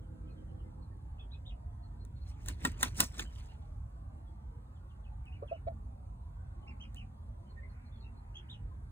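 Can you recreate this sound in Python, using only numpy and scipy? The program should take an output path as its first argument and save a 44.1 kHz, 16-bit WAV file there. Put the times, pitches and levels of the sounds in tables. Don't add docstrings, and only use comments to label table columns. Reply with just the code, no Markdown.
import sys
import numpy as np
from scipy import signal
from scipy.fft import rfft, irfft, next_fast_len
from scipy.io import wavfile
from scipy.ndimage import uniform_filter1d, map_coordinates

SR = 44100
rng = np.random.default_rng(int(sys.argv[2]) if len(sys.argv) > 2 else 0)


def wav_record(signal):
    frames = np.transpose(np.atleast_2d(signal))
    bounded = np.clip(frames, -1, 1)
    quanta = np.round(bounded * 32767).astype(np.int16)
    wavfile.write(sys.argv[1], SR, quanta)


N = 392931
TIME = np.arange(N) / SR


def amp(db):
    return 10 ** (np.asarray(db) / 20)


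def unit(x):
    return x / np.sqrt(np.mean(x ** 2) + 1e-20)


def along(points, hz):
    f, v = np.transpose(points)
    return np.interp(np.log(hz + 1), np.log(f + 1), v)


def wobble(rate, count=N):
    knots = rng.standard_normal(int(count * rate / SR) + 4)
    return map_coordinates(knots, [np.arange(count) * rate / SR])


def filtered(x, response):
    m = next_fast_len(x.shape[-1] + 8192)
    return irfft(rfft(x, m) * response(np.fft.rfftfreq(m, 1 / SR)), m)[..., :x.shape[-1]]


def shade(spectrum):
    closed = [(spectrum[0][0] / 2, -80), *spectrum, (spectrum[-1][0] * 2, -80)]
    return lambda hz: amp(along(closed, hz))


def resonances(modes):
    def response(f):
        return sum((-1) ** k * amp(db) * 1j * f * width / (centre ** 2 - f * f + 1j * f * width)
                   for k, (centre, width, db) in enumerate(modes))
    return response


def swells(s, db, rise, fall):
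    s, db, rise, fall = (np.reshape(v, (-1, 1)) for v in (s, db, rise, fall))
    t = TIME[::SR // 1000]
    level_db = db - np.maximum(rise * (s - t), fall * (t - s))
    return np.interp(TIME, t, np.sqrt(np.sum(amp(2 * level_db), axis=0)))


def add(out, s, hz, db, depth, beat_hz, second_db, blur):
    t = np.arange(s[0], s[-1], 1 / SR)
    wavering_hz = np.interp(t, s, hz) * (1 + blur * wobble(400, count=len(t)))
    phase = 2 * np.pi * np.cumsum(wavering_hz) / SR
    beat = np.cos(2 * np.pi * beat_hz * (t - s[0]) + 0.26 * wobble(79, count=len(t)))
    edges = np.clip(np.minimum(t - s[0], s[-1] - t) / .003, 0, 1)
    beating = 1 + np.clip(np.interp(t, s, depth), 0, 1) * beat
    level = np.sqrt(2) * edges * amp(np.interp(t, s, db)) * beating
    out[round(s[0] * SR):][:len(t)] += level * (np.sin(phase) + amp(second_db) * np.sin(2 * phase))


# f/Hz, correlation (0-1)
PORT_LIKENESS = [(60, 1), (170, 0.98), (280, 0.58), (450, 0.85), (1300, 0.21), (1800, 0.39), (3000, 0.86),
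                 (4000, 0.72), (8500, 0.96), (15000, 1)]


def rush(spectrum, patchy_db, size=512):
    z = signal.stft(rng.standard_normal((2, N)), nperseg=size)[2]
    field = uniform_filter1d(rng.standard_normal(z.shape[1:]), size=3, axis=0)
    patches = unit(uniform_filter1d(field, size=9, axis=1))
    pair = signal.istft(z * amp(patchy_db * patches), nperseg=size)[1][:, :N]

    def mix(hz):
        half_angle = np.arccos(np.clip(along(PORT_LIKENESS, hz), 0, 1)) / 2
        return shade(spectrum)(hz) * [np.cos(half_angle), np.sin(half_angle)]

    common, opposed = filtered(pair, mix)
    return unit(np.array([common + opposed, common - opposed]))


# f/Hz, t60/s before the ratio `rings`
YARD_DECAY = [(300, 0.061), (2500, 0.082), (10000, 0.034)]


def yard(x, wet_db, rings=1):
    hz, t, z = signal.stft(rng.standard_normal((2, SR // 3)), SR, nperseg=256)
    decay = amp(-60 * t / (rings * along(YARD_DECAY, hz))[:, None])
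    tail = signal.istft(z * decay, SR, nperseg=256)[1]
    delayed = np.pad(x, (200, 0))[None]
    echo = signal.fftconvolve(delayed, tail / np.linalg.norm(tail[0]), axes=1)[:, :N]
    return x + amp(wet_db) * echo


# f/Hz, left minus right/dB
PORT_LEAN = [(60, -1), (250, -2.3), (800, -.8), (15000, 0)]


def ports(pair, turn):
    side = np.array([[.5], [-.5]])

    def response(hz):
        phase = side * np.interp(hz, *np.transpose(turn))
        return np.exp(1j * phase) * amp(side * along(PORT_LEAN, hz))

    return filtered(pair, response)


# f/Hz before the pitch ratio, relative level/dB
ENGINE_TONES = [(165, -3.5), (205, -4), (250, -5), (325, -5), (375, -10.5), (500, -14.5), (540, -10)]
# t/s, pitch ratio, level/dB before each tone's own
ENGINE_COURSE = [(0, 0.98, -62.5), (.2, 0.95, -60.5), (.45, 0.98, -61), (.8, .97, -63.5), (1.05, 1.05, -74)]


def engine():
    out, (s, ratio, db) = np.zeros(N), np.transpose(ENGINE_COURSE)
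    for hz, tone_db in ENGINE_TONES:
        add(out, s, hz * ratio, db + tone_db, .4 + 0 * s, beat_hz=7.5, second_db=-30, blur=.06)
    return yard(out, wet_db=-4.5)


# f/Hz, relative level/dB
RUMBLE_SPECTRUM = [(24, -40.5), (33, -17), (43, 0.5), (70, 0), (110, -6), (170, -20.5), (300, -35)]
# t/s, level/dB before its random swelling
RUMBLE_COURSE = [(0, -44.5), (.45, -44), (.9, -46), (2.6, -43.5), (4.9, -47), (5.8, -45), (7.3, -46),
                 (8.4, -47.5), (8.91, -42)]
# f/Hz, relative level/dB
WASH_SPECTRUM = [(120, -10), (220, 3.5), (400, -9.5), (850, -3.5), (1100, -8.5), (1600, -18), (2400, -27.5),
                 (3600, -30.5), (5500, -49.5)]
# f/Hz, relative level/dB
CHATTER_SPECTRUM = [(1400, 2), (1900, 0.5), (2500, -0.5), (3300, -27.5)]
# t/s, level/dB before its random swelling
CHATTER_SWELLS = [(1.37, -87), (5.4, -75), (6.85, -75.5), (7.82, -66.5), (8.5, -70.5)]
WASH_DB, CHATTER_DB_PER_S = -62, 47.5


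def town():
    rumble_db = np.interp(TIME, *np.transpose(RUMBLE_COURSE)) + 1.0 * wobble(6)
    rumble = amp(rumble_db) * rush(RUMBLE_SPECTRUM, patchy_db=0.58)
    wash = amp(WASH_DB + .6 * wobble(4.4)) * rush(WASH_SPECTRUM, patchy_db=3.8, size=2048)
    outbursts = swells(*np.transpose(CHATTER_SWELLS), CHATTER_DB_PER_S, CHATTER_DB_PER_S)
    chatter = outbursts * amp(1.7 * wobble(12)) * rush(CHATTER_SPECTRUM, patchy_db=3.5)
    return rumble + wash + chatter + engine()


# t/s, top f/Hz, rise to the top/Hz, hold at the top/s, fall after it/Hz, fall time/s,
# level/dB, overtone relative level/dB
SPARROW_NOTES = [(1.184, 3510, 700, 0.0074, 330, 0.034, -62.5, -34),
                 (1.307, 3980, 810, 0.0098, 710, 0.025, -61.5, -40),
                 (1.452, 3800, 910, 0.0073, 1310, 0.049, -58, -25),
                 (5.312, 2900, 1280, .006, 610, 0.04, -64, -30),
                 (5.521, 2970, 810, .014, 820, 0.03, -64.5, -26),
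                 (6.666, 2780, 706, 0.0028, 617, 0.041, -57.5, -19.5),
                 (6.797, 3170, 570, .008, 733, 0.036, -55, -20),
                 (6.955, 3030, 403, 0.00774, 610, 0.05, -55.5, -29),
                 (8.343, 3350, 549, 0.019, 557, 0.021, -53, -20),
                 (8.487, 3730, 850, 0.0083, 982, 0.048, -54, -25)]
# t/s, start f/Hz, fall/Hz, steady end/s, level/dB
FALLING_CHIRPS = [(4.752, 3760, 653, .004, -77), (4.893, 3770, 990, .008, -73),
                  (5.04, 3373, 757, .018, -69.5), (5.257, 3054, 519.6, 0.019, -61.5),
                  (5.474, 3321, 737, 0.018, -60.5)]
# t/s, start f/Hz, fall/Hz (negative rises), level/dB
FAR_NOTES = [(0.011, 3220, 244, -83), (.258, 3220, 400, -80.5), (.275, 2540, 62, -78),
             (.364, 3230, 302, -79), (0.414, 1875, 2, -82), (.472, 3240, 500, -81), (.58, 3140, 302, -77.5),
             (.645, 2130, 150, -79), (0.899, 1851, 146, -77), (1.182, 2610, 50, -70.5),
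             (1.323, 2420, -200, -70.5), (2.153, 3780, 244, -82), (3.245, 3120, 100, -65),
             (3.483, 2773, -60, -73), (4.26, 3470, 100, -80.5), (6.615, 3010, 48.5, -80),
             (7.455, 3140, 200, -80.5), (7.562, 1830, 20, -61), (7.62, 2080, 30, -59.5),
             (7.913, 3520, 57, -74), (7.945, 3470, 91, -73.5), (8.01, 3830, 63, -73),
             (8.031, 2744, 60, -65.5), (8.702, 1033, 59, -66.5)]
# t/s, level/dB
TWITTER_NOTES = [(.29, -78), (.811, -78), (1.824, -74), (1.995, -73), (2.151, -77.5), (2.203, -72),
                 (2.25, -73), (7.489, -74.5), (7.686, -78), (7.85, -77), (7.945, -79), (7.995, -70.5),
                 (8.16, -78)]
TWITTER_HZ, TWITTER_FALL_HZ, FAR_S = 4290, 200, .042
UP_S, SOFT_START_DB, FADE_DB = .019, -12, -9
STRAND_DB, STRAND_BELOW_HZ = -11, 330
DROP_S = 0.026
FAR_RINGS = 1.7


def birds():
    near, far, u = np.zeros(N), np.zeros(N), np.linspace(0, 1, num=9)
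    for s, top_hz, rise, hold_s, fall, fall_s, db, second_db in SPARROW_NOTES:
        hz = top_hz - np.r_[rise * (1 - u) ** 1.3, fall * np.sin(1.4 * u) ** 1.5]
        times = s + np.r_[UP_S * u, UP_S + hold_s + fall_s * u]
        level_db = db + np.r_[SOFT_START_DB * (1 - u) ** 1.5, FADE_DB * u ** .7]
        add(near, times, hz, level_db, .7 + 0 * hz, beat_hz=68, second_db=second_db, blur=.014)
        add(near, times, hz - STRAND_BELOW_HZ, level_db + STRAND_DB, .8 + 0 * hz,
            beat_hz=130, second_db=second_db, blur=.05)
    for s, start_hz, fall, end_s, db in FALLING_CHIRPS:
        times = s + np.r_[DROP_S * u, DROP_S + end_s]
        hz = start_hz - fall * np.r_[np.sin(np.pi / 2 * u) ** 1.5, 1]
        level_db = db + np.r_[6 * u - 6, -5]
        add(near, times, hz, level_db, .3 + 0 * hz, beat_hz=75, second_db=-30, blur=.028)
    twitter = [(s, TWITTER_HZ, TWITTER_FALL_HZ, db) for s, db in TWITTER_NOTES]
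    for s, start_hz, fall, db in [*FAR_NOTES, *twitter]:
        hz, level_db = start_hz - fall * u ** 1.3, db - 40 * (u - .45) ** 2
        add(far, s + FAR_S * u, hz, level_db, .5 + 0 * u, beat_hz=56.2, second_db=-30, blur=.022)
    return yard(near, wet_db=-7.5, rings=FAR_RINGS) + yard(far, wet_db=-3.0, rings=FAR_RINGS)


# t/s, length ratio, f/Hz before the pitch ratio, level/dB, creak (0-1), creak rate f/Hz,
# lower strand relative level/dB, breath relative level/dB
CLUCK_CALLS = [(5.42, 0.78, 579, -39, 0.84, 125, -13, -31),
               (5.512, 0.94, 662, -31.5, 0.17, 112, -11.5, -30.5),
               (5.668, 0.97, 669, -32.5, 0.09, 111, -10.5, -22)]
# t/s before the length ratio, pitch ratio,
# relative level/dB, share of the creak
CLUCK_COURSE = [(0, 0.836, -8.5, 0.89), (.008, 0.98, -3.5, 0.62), (0.018, 1.025, -2, 0.97),
                (0.024, 1.0, -11, 0.78), (.05, .99, -18.5, .3), (0.058, 0.76, -24, 0.33)]
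# f/Hz, relative level/dB
BREATH_SPECTRUM = [(900, -11), (1300, -13), (2200, 8.5), (2900, -5), (3500, -1), (4500, 0), (5200, -26)]
BREATH_S = .026


def rooster():
    out, air = np.zeros(N), np.zeros(N)
    after, ratio, shape_db, share = np.transpose(CLUCK_COURSE)
    for s, stretch, hz, db, creak, creak_hz, lower_db, breath_db in CLUCK_CALLS:
        times, pitch, level_db = s + stretch * after, hz * ratio, db + shape_db
        add(out, times, pitch, level_db, creak * share, beat_hz=creak_hz,
            second_db=-32.0 + 23.0 * creak, blur=0.071 * creak ** 2 + 0.0076)
        add(out, times[:4], pitch[:4] - creak_hz, level_db[:4] + lower_db, 0 * share[:4],
            beat_hz=creak_hz, second_db=-22, blur=0.01)
        air[round(s * SR):round((s + BREATH_S) * SR)] = amp(breath_db)
    breath = filtered(out * air * rng.standard_normal(N), shade(BREATH_SPECTRUM))
    return yard(out + breath, wet_db=-19)


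# f/Hz, relative level/dB
HISS_SPECTRUM = [(1500, -30.5), (3000, -15), (5500, 0), (8500, -2.5), (11000, -10.5), (13000, -10.5),
                 (15500, -11.5), (16000, -42)]
FLUTTER_SPECTRUM = [(250, -16.5), (600, -2.5), (1400, -4.5), (2500, -2), (4500, -10), (8000, -32.5)]
PUSH_SPECTRUM = [(60, -24), (130, -5), (240, -1.5), (380, -12.5), (800, -32.5)]
# t/s of the clap, feather hiss level/dB, vane flutter level/dB, crack level/dB and slap level/dB
# before each contact's own, air push level/dB, cup pitch ratio, then the relative level/dB of each cup
WING_BEATS = [(2.485, -54.5, -54.5, -27, -19, -51, 1.03, -2, -2, -2.5, -5, 3),
              (2.651, -48, -44, -22.5, -2.5, -40.5, 1.01, 0, 3, 0.5, -1, -2),
              (2.8305, -43.5, -40.5, -15.5, -0.5, -44, 1.053, -1, 1, 1.5, 1.5, -2.5),
              (3.0040, -36.5, -41, -9, -2, -39.5, 1.045, 1, 2.5, -3, 0.5, 0.5),
              (3.195, -53, -49, -29.5, -8, -46, 0.95, -7, 3.5, -5, 1.5, 3)]
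# t/s, feather hiss level/dB,
# vane flutter level/dB, swell and fade rate/(dB/s) before each layer's pace
SOFT_RUSTLES = [(2.298, -67.5, -66.5, 359), (2.42, -72.5, -65.5, 397), (2.75, -90.5, -66, 36),
                (3.151, -66, -58, 324), (3.26, -86.5, -71, 305), (3.391, -67.5, -61.5, 133),
                (3.5, -84.5, -71, 154.5), (3.65, -86, -81, 49.5), (6.975, -75.5, -87.5, 250)]
RISE, FALL = 753.5, 400.5
PEAK_AFTER_S = 0.004
SECOND_S, SECOND_DB = 0.028, -9
SWING_S, SWING_DB = 0.027, -18.5
TICKS_PER_S, TICK_DB, TICK_SPREAD_DB = 400, 10, 3


def strokes():
    s, hiss_db, flutter_db, _, _, push_db, *_ = np.transpose(WING_BEATS)
    soft_s, soft_hiss_db, soft_flutter_db, soft_rate = np.transpose(SOFT_RUSTLES)

    def level(db, soft_db, pace):
        rise, fall, soft = pace * RISE, pace * FALL, pace * soft_rate
        swing = swells(s - SWING_S, db + SWING_DB, rise, rise)
        meet = swells(s + PEAK_AFTER_S, db, rise, fall)
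        second = swells(s + SECOND_S, db + SECOND_DB, fall, rise)
        return swing + meet + second + swells(soft_s, soft_db, soft, soft)

    def grain():
        return amp(3 * wobble(500) + 1.7 * wobble(110))

    tick_level = amp(TICK_DB + TICK_SPREAD_DB * rng.exponential(size=N))
    ticks = (rng.random(N) < TICKS_PER_S / SR) * tick_level
    barbs = grain() * rush(HISS_SPECTRUM, patchy_db=4.5) + filtered(ticks, shade(CRACK_SPECTRUM))
    vanes = grain() * rush(FLUTTER_SPECTRUM, patchy_db=4.0, size=256)
    push = rush(PUSH_SPECTRUM, patchy_db=3.0)
    return (level(hiss_db, soft_hiss_db, pace=.86) * barbs
            + level(flutter_db, soft_flutter_db, pace=0.99) * vanes
            + level(push_db, soft_flutter_db, pace=0.92) * push)


# f/Hz, relative level/dB
CRACK_SPECTRUM = [(1200, -22), (3500, -9.5), (5200, -7), (6800, -0.5), (8500, -1.5), (12500, -5),
                  (15500, -7), (16900, -32)]
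# f/Hz before the cup pitch ratio, width/Hz, relative level/dB
CUP_MODES = [(242.5, 18.6, -5.5), (960, 85, -3), (1386, 85, -5), (1853, 82, -5), (2630, 130, -14.5),
             (3690, 340, -11.5)]
# t/s after the clap, crack relative level/dB, slap relative level/dB
CLAP_CONTACTS = [(-.0036, -24, -15), (0, -1, 1), (.0011, -1, -8), (.0038, -14, -6)]
# t/s, crack level/dB
SMALL_TICKS = [(2.051, -50.5), (2.461, -39.5), (2.719, -46), (2.811, -35), (2.8292, -19.5), (3.035, -27),
               (3.182, -40), (5.008, -68), (5.255, -61.5), (6.946, -47.5), (6.961, -55), (8.505, -58)]
TICK_RING_DB = 10.5
EDGE_S, RING_S, SLIDE_S = 0.003, 0.0031, 0.017
SLIDE_SHARE = .3
SMACK_DB, SPIKE_DB = 18, 14.5


def claps():
    crack, slap, t = np.zeros(N), np.zeros(N), np.arange(SR // 10) / SR
    slide = SLIDE_SHARE * amp(-60 * t / SLIDE_S)
    crack_decay, slap_decay = amp(-60 * t / EDGE_S) + slide, amp(-60 * t / RING_S) + slide
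    start = t == 0
    contacts = [(s + after, crack_db + a, slap_db + b, cup, [0, *tone_db])
                for s, _, _, crack_db, slap_db, _, cup, *tone_db in WING_BEATS
                for after, a, b in CLAP_CONTACTS]
    small = [(s, db, db + TICK_RING_DB, 1, [0] * len(CUP_MODES)) for s, db in SMALL_TICKS]
    for s, crack_db, slap_db, cup, tone_db in contacts + small:
        signs, noise, uneven_db = rng.standard_normal((3, len(t)))
        at = round(s * SR)
        spikes = amp(crack_db + 1.0 * uneven_db) * crack_decay * np.sign(signs)
        crack[at:][:len(t)] += spikes + amp(crack_db + SPIKE_DB) * start
        ring = resonances([(cup * hz, width, db + more)
                           for (hz, width, db), more in zip(CUP_MODES, tone_db)])
        blow = amp(slap_db) * slap_decay * noise + amp(slap_db + SMACK_DB) * start
        slap[at:][:len(t)] += filtered(blow, ring)
    return yard(filtered(crack, shade(CRACK_SPECTRUM)) + slap, wet_db=-13.5)


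# f/Hz, phase/rad
ROOSTER_TURN = [(0, 0), (260, -.1), (500, -.9), (900, -2.2), (1150, -4), (1400, -4.4), (1850, -5.3),
                (2200, -3.7), (3900, -4.4), (5300, -3.14), (7800, -.2), (9200, .2), (11900, 3.14),
                (13300, 3.3), (15500, 6.28)]
BIRD_TURN = [(0, 2.3), (20000, 2.3)]
DIFFUSE_TURN = [(0, 0), (300, .2), (750, 2.9), (3700, 3.3), (4300, 2.4), (5200, 3.14), (7600, 6.2),
                (9500, 6.4), (11700, 9.35), (13300, 9.5), (15500, 12.56)]


def scene():
    near = strokes() + claps() + rooster()
    return ports(town(), DIFFUSE_TURN) + ports(birds(), BIRD_TURN) + ports(near, ROOSTER_TURN)


# f/Hz, relative level/dB
MIC_HISS_SPECTRUM = [(2000, -13.5), (4000, 4.5), (5500, 0.5), (8500, 1.5), (12000, -0.5), (15200, -4),
                     (16000, -23.5)]
TOP_HZ = 17000


def record(dry):
    heard = dry + amp(-83) * ports(rush(MIC_HISS_SPECTRUM, patchy_db=3), DIFFUSE_TURN)
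    return filtered(heard, lambda hz: np.clip((TOP_HZ - hz) / 400, 0, 1) ** 2)


dry = scene()
out = record(dry)
wav_record(out)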